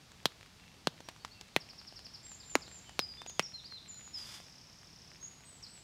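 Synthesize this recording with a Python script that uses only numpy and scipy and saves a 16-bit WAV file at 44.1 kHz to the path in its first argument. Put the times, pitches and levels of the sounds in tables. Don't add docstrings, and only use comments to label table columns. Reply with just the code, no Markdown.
import sys
import numpy as np
from scipy import signal
from scipy.fft import rfft, irfft
from scipy.io import wavfile
from scipy.ndimage import uniform_filter1d

SR = 44100
rng = np.random.default_rng(int(sys.argv[2]) if len(sys.argv) > 2 else 0)


def field_ratio(decibels):
    return 10 ** (np.asarray(decibels, dtype=float) / 20)


def store_wav(level_fs):
    pcm = np.round(np.clip(np.atleast_2d(level_fs), -1, 1) * 32767)
    wavfile.write(sys.argv[1], SR, pcm.T.astype(np.int16))


N = 257103

# f/Hz, level per Hz/dB
SPRAY = [(300, 2), (1000, 4), (3500, 0.5), (7000, -4.5), (12000, -20.5), (16000, -25)]


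def rms_one(x):
    return x / np.sqrt(np.mean(x ** 2) + 1e-20)


def coloured(spectrum, size):
    hz = np.maximum(np.arange(size // 2 + 1) * SR / size, 1)
    points = np.array(spectrum)
    gain = field_ratio(np.interp(np.log(hz), np.log(points[:, 0]), points[:, 1], left=-80, right=-80))
    return rms_one(irfft(rfft(rng.standard_normal(size)) * gain, size))


def curve(rows):
    s, db = np.transpose(rows)
    return field_ratio(np.interp(np.arange(N) / SR, s, db, left=-150, right=-150))


def resonate(x, hz, width_hz):
    r = np.exp(-np.pi * width_hz / SR)
    zeros = np.array([1, 0, -1]) * (1 - r * r) / 2
    poles = [1, -2 * r * np.cos(2 * np.pi * hz / SR), r * r]
    return signal.lfilter(zeros, poles, x)


def add(track, s, sound):
    i = round(s * SR)
    track[i:i + len(sound)] += sound[:N - i]


def heavy_drops():
    # t/s, peak level/dB, last wave f/Hz, flutter f/Hz, slackness/dB (more wave, less flutter)
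    overhead = [
        (.2559, -5.5, 130, 3620, -2.5),
        (.8715, -7.5, 150, 3470, 2.5),
        (1.563, -6, 153, 1910, 0),
        (2.5535, -3, 260, 1200, 2.5),
        (2.9918, -9.5, 150, 4070, -5),
        (3.3944, -6.5, 151, 2320, -2.5),
    ]
    out, t = np.zeros(N), np.arange(4096) / SR
    late = np.maximum(t - .0006, 0)
    after = late > 0
    for s, db, wave_hz, flutter_hz, slack_db in overhead:
        wave_db, flutter_db = -8.5 + slack_db, -11 - slack_db
        spike = 1.47 * np.exp(-((t - .0005) / .000045) ** 2)
        spike = spike - 0.25 * np.exp(-((t - .00068) / .0001) ** 2)
        pitch = wave_hz + 750 * np.exp(-late / .0013)
        ringing = np.exp(-late / .0025) + .17 * np.exp(-late / .0075)
        wave = -np.sin(2 * np.pi * np.cumsum(pitch * after) / SR) * ringing
        burst = np.exp(-(late / .0015) ** 2) + .2 * np.exp(-late / .007) + .01 * np.exp(-late / .05)
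        burst = after * burst + .15 * np.exp(-((late - .006) / .0015) ** 2)
        flutter = burst * rms_one(resonate(rng.standard_normal(4096), flutter_hz, 530))
        spray = burst * coloured(SPRAY, size=4096)
        dull = signal.lfilter([.45], [1, -.55], spray)
        spray = 1.5 * np.exp(-late / .0005) * spray + dull
        drop = spike + field_ratio(wave_db) * wave + field_ratio(flutter_db) * flutter + field_ratio(-16.5) * spray
        add(out, s, field_ratio(db - 5.0) * drop)
    return out


def light_drops():
    # t/s, peak level/dB, tap f/Hz, spray over the tap level/dB
    near_taps = [(0.117, -49.5, 1080, -0.5), (1.004, -44.5, 696, -2.5), (1.0865, -28, 990, -6.5),
                 (1.248, -34, 1220, -3.5), (1.411, -44.5, 1000, 2.5), (1.991, -61, 1610, 13),
                 (2.316, -49, 1730, 0.5), (2.679, -57.5, 676, 3.5), (2.893, -41.5, 840, -5),
                 (3.217, -33.5, 1060, -9.5), (3.262, -36.5, 785, -6.5), (3.296, -47, 2000, 4.5),
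                 (3.425, -48, 1210, 0), (4.29, -48, 1970, -1.5), (4.401, -42, 740, -11)]
    # t/s, peak level/dB, tap f/Hz
    far_taps = [(0.229, -55, 665), (0.32, -48, 1420), (0.41, -40, 2110), (0.429, -38, 2300),
                (0.46, -46, 2350), (0.741, -50, 2080), (1.113, -53, 799), (1.162, -48.5, 1030),
                (1.278, -48, 1820), (1.482, -67, 1100), (1.688, -38, 2450), (1.733, -48, 1190),
                (1.814, -45, 1430), (1.924, -42.5, 670), (2.066, -42, 2480), (2.265, -55, 1870),
                (2.517, -58, 770), (2.609, -43, 2270), (2.714, -42, 1930), (3.636, -52, 670),
                (3.723, -40, 1730), (3.944, -64, 1220), (3.993, -62, 1020), (4.076, -42.5, 1180),
                (4.831, -46.5, 1900), (5.116, -43, 2100), (5.228, -52, 1110), (5.406, -52, 754),
                (5.527, -63, 1410), (5.777, -46.5, 2560)]
    far_spray_db = -56
    out, t = np.zeros(N), np.arange(2048) / SR
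    for s, db, tap_hz, spray_db in near_taps + [(s, db, hz, far_spray_db - db) for s, db, hz in far_taps]:
        spray = coloured(SPRAY, size=2048) * (np.exp(-t / 0.001) + 0.3 * np.exp(-t / 0.007))
        tap = np.sin(2 * np.pi * tap_hz * t) * np.exp(-t * tap_hz / .9)
        add(out, s + .0008, field_ratio(db + 2.5) * (tap + field_ratio(spray_db) * spray))
    return out


def whistle(pitch, db, soft=.6):
    swell = np.sin(np.pi * np.linspace(0, 1, len(pitch)) ** .82) ** 2
    return field_ratio(db) * np.sqrt(2) * swell ** (soft / 2) * np.sin(2 * np.pi * np.cumsum(pitch) / SR)


def slurs_and_chips():
    # t/s, length/s, from f/Hz, to f/Hz, level/dB
    slur_rows = [
        (1.197, 0.033, 4350, 4760, -57.5),
        (1.31, 0.031, 4240, 4880, -52.5),
        (1.533, 0.022, 3460, 4540, -63),
        (3.174, 0.0465, 3480, 3680, -48),
        (3.365, 0.023, 3240, 3430, -63),
        (3.642, 0.029, 4180, 5400, -45),
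        (3.776, 0.22, 4110, 4090, -59.5),
        (5.201, 0.079, 6450, 6850, -46.5),
        (5.256, 0.075, 6920, 6880, -54),
    ]
    notes = [(*row, .75) for row in slur_rows]
    first_s, period_s, length_s, from_hz, to_hz = 1.6, .0893, .026, 5840, 4000
    for k in range(7):
        notes.append((first_s + k * period_s, length_s, from_hz, to_hz, -48.5 + k * 0.62, .87))
    return notes


def vees():
    # t/s, from f/Hz, level/dB, rise after/s, rise from f/Hz
    vee_rows = [
        (2.4, 5340, -48.5, 0.03, 3450),
        (2.616, 5480, -47, 0.047, 3570),
        (5.625, 6030, -45, 0.039, 3940),
    ]
    low_hz, fall_hz_per_s = 4090, 68000
    notes = []
    for s, from_hz, db, after, rise_hz in vee_rows:
        notes += [(s, (from_hz - low_hz) / fall_hz_per_s, from_hz, low_hz, db, 1),
                  (s + after, 0.0135, rise_hz, rise_hz * 1.26, db - 3.5, 1)]
    return notes


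def settling_whistles():
    # t/s, length/s, from f/Hz, to f/Hz, level/dB
    trailing = [
        (2.995, 0.077, 5270, 4890, -40),
        (3.878, 0.11, 7670, 6970, -44.5),
        (4.133, 0.066, 5390, 4864, -39.5),
    ]
    # t/s, length/s, level/dB, drop after/s, drop level/dB
    hook_rows = [
        (3.535, 0.039, -43.5, 0.04, -47.5),
        (3.697, 0.086, -48.5, .059, -47),
    ]
    notes = []
    for s, length, from_hz, to_hz, db in trailing:
        bend = (length / .055) ** 3
        notes += [(s, length, from_hz, to_hz, db, bend),
                  (s + length, length, to_hz, to_hz * 0.97, db - 8.5, 1)]
    for s, length, db, after, drop_db in hook_rows:
        notes += [(s, length, 4330, 4085, db, 2.47),
                  (s + after, .033, 4200, 3250, drop_db, .7)]
    return notes


def glides():
    out = np.zeros(N)
    for s, length, from_hz, to_hz, db, bend in slurs_and_chips() + vees() + settling_whistles():
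        u = np.linspace(1, 0, round(length * SR))
        add(out, s, whistle(to_hz + (from_hz - to_hz) * u ** bend, db, soft=0.65))
    return out


def arches():
    # t/s, length/s, from f/Hz, top f/Hz, level/dB
    arch_rows = [
        (2.229, 0.13, 6900, 7530, -47.5),
        (2.456, 0.11, 6990, 7370, -47),
        (2.674, 0.13, 6970, 7486, -50),
        (3.268, 0.047, 6100, 7120, -45.5),
        (3.422, 0.05, 4640, 5990, -41),
        (5.44, 0.15, 7500, 8160, -55.5),
        (5.679, 0.13, 6860, 8100, -54),
    ]
    out = np.zeros(N)
    for s, length, from_hz, top_hz, db in arch_rows:
        u = np.linspace(0, 1, round(length * SR))
        rise = (top_hz - from_hz) * np.exp(-u * length / .006)
        fall = 1200 * (.2 * u + .8 * u ** (37 * length))
        add(out, s, whistle(top_hz - rise - fall, db, soft=.7))
    return out


def trill():
    trill_beat = (4.4065, .02895, .002, .008, 6200, 4250)
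    first, period, late, length, from_hz, to_hz = trill_beat
    size = round(length * SR)
    note = whistle(np.linspace(from_hz, to_hz, size), -51, soft=1.5)
    grace = whistle(np.linspace(6550, 6250, size), -61, soft=1.5)
    out = np.zeros(N)
    for k in range(27):
        add(out, first + k * period + late * (k % 2), note * field_ratio(rng.normal(0, 1.2)))
        add(out, first + k * period + period / 2, grace)
    return out


def soft_swell():
    # f/Hz, level per Hz/dB
    swell_colour = [(180, -43), (300, -21), (417, -14), (500, -20), (892, -5.5), (3450, -7.5), (3940, -12.5),
                    (4960, 0), (15500, -23.5)]
    # f/Hz, width/Hz, level/dB
    bands = [(3480, 430, 7.5), (9050, 300, -8), (10800, 400, -3)]
    grain = uniform_filter1d(rng.standard_normal(N), size=150)
    grains = coloured(swell_colour, size=N) * field_ratio(0.92 * rms_one(grain))
    grains = grains + sum(field_ratio(db) * resonate(grains, hz, width) for hz, width, db in bands)
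    attack_s, hold_s, release_s, fade_s = .035, .225, .02, .075
    s = 4.145 + np.cumsum([0, attack_s, hold_s, release_s, fade_s])
    stroke = np.transpose([s, -68 + np.array([-14, 0, 0, -9, -14])])
    patches = field_ratio(2.0 * rms_one(uniform_filter1d(rng.standard_normal(N), size=1200)))
    return field_ratio(14.5) * patches * curve(stroke) * rms_one(grains)


def far_bird():
    # t/s, length/s, from f/Hz, to f/Hz, level/dB
    distant = [
        (0.54, 0.135, 2840, 2605, -65),
        (1.03, 0.05, 5640, 5760, -61),
        (1.32, 0.07, 2780, 2600, -62),
        (2.852, 0.04, 3200, 2860, -58),
    ]
    out = np.zeros(N)
    for s, length, from_hz, to_hz, db in distant:
        add(out, s, whistle(np.linspace(from_hz, to_hz, round(length * SR)), db))
    return out


def woods(x):
    t = np.arange(SR) / SR
    twigs = rms_one(np.exp(-t / .006) * (t > .001)) * field_ratio(-7)
    early = rms_one(np.exp(-t / .04) * (t > .006)) * field_ratio(-6.5)
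    t60_s = 1.1
    tail = rms_one(field_ratio(-60 * t / t60_s) * (1 - np.exp(-t / 0.037))) * field_ratio(-8)
    response = (twigs + early + tail) * rng.standard_normal(SR) / np.sqrt(SR)
    return signal.fftconvolve(x, response)[:N]


def far_rain():
    # f/Hz, level per Hz/dB
    rain_colour = [(12, -40), (20, -2.5), (114, 0), (184, -2.5), (297, -10), (566, -15), (750, -13),
                   (1560, -16.5), (4930, -15), (6710, -20.5), (8650, -26), (15200, -36), (16500, -47.5)]
    # t/s, level/dB
    rain_level = [(0.0, -61), (0.24, -61), (1.51, -61), (2.82, -59.5), (3.68, -62), (4.34, -59.5),
                  (4.55, -61.5), (5.18, -61), (5.83, -61)]
    hits = rng.random(N) < 120 / SR
    sizes = field_ratio(6.2 * np.minimum(rng.exponential(1, N), 4))
    marks = hits * sizes * rng.choice([-1, 1], N)
    patter = rms_one(resonate(resonate(marks + 1e-18, 2000, 2200), 2000, 2200))
    level = field_ratio(np.interp(np.arange(N) / SR, *np.transpose(rain_level)))
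    return level * (field_ratio(2.0) * coloured(rain_colour, size=N) + field_ratio(-12.5) * patter)


def port_noise():
    # f/Hz, level per Hz/dB
    port_colour = [(12, -27), (20, 13), (138, -29), (472, -22), (949, -35), (10500, -41), (13900, -25.5),
                   (16000, -50)]
    return field_ratio(-72.5) * coloured(port_colour, size=N)


def scene():
    song = field_ratio(-4) * (glides() + arches() + trill())
    drops = heavy_drops() + light_drops()
    ringing = woods(song + far_bird() + field_ratio(-26) * drops)
    mid = song + ringing + drops + soft_swell() + far_rain()
    side = port_noise() + field_ratio(-37) * np.roll(drops, 9)
    return np.array([mid + side, mid - side])


def band_limit(x):
    return signal.sosfilt(signal.butter(12, 17030, fs=SR, output="sos"), x)


def record(dry):
    dry = signal.sosfilt(signal.butter(2, 48, "high", fs=SR, output="sos"), dry)
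    dry = signal.sosfilt(signal.cheby2(10, 50, 16900, fs=SR, output="sos"), dry)
    return band_limit(dry)


dry = scene()
out = record(dry)
store_wav(out)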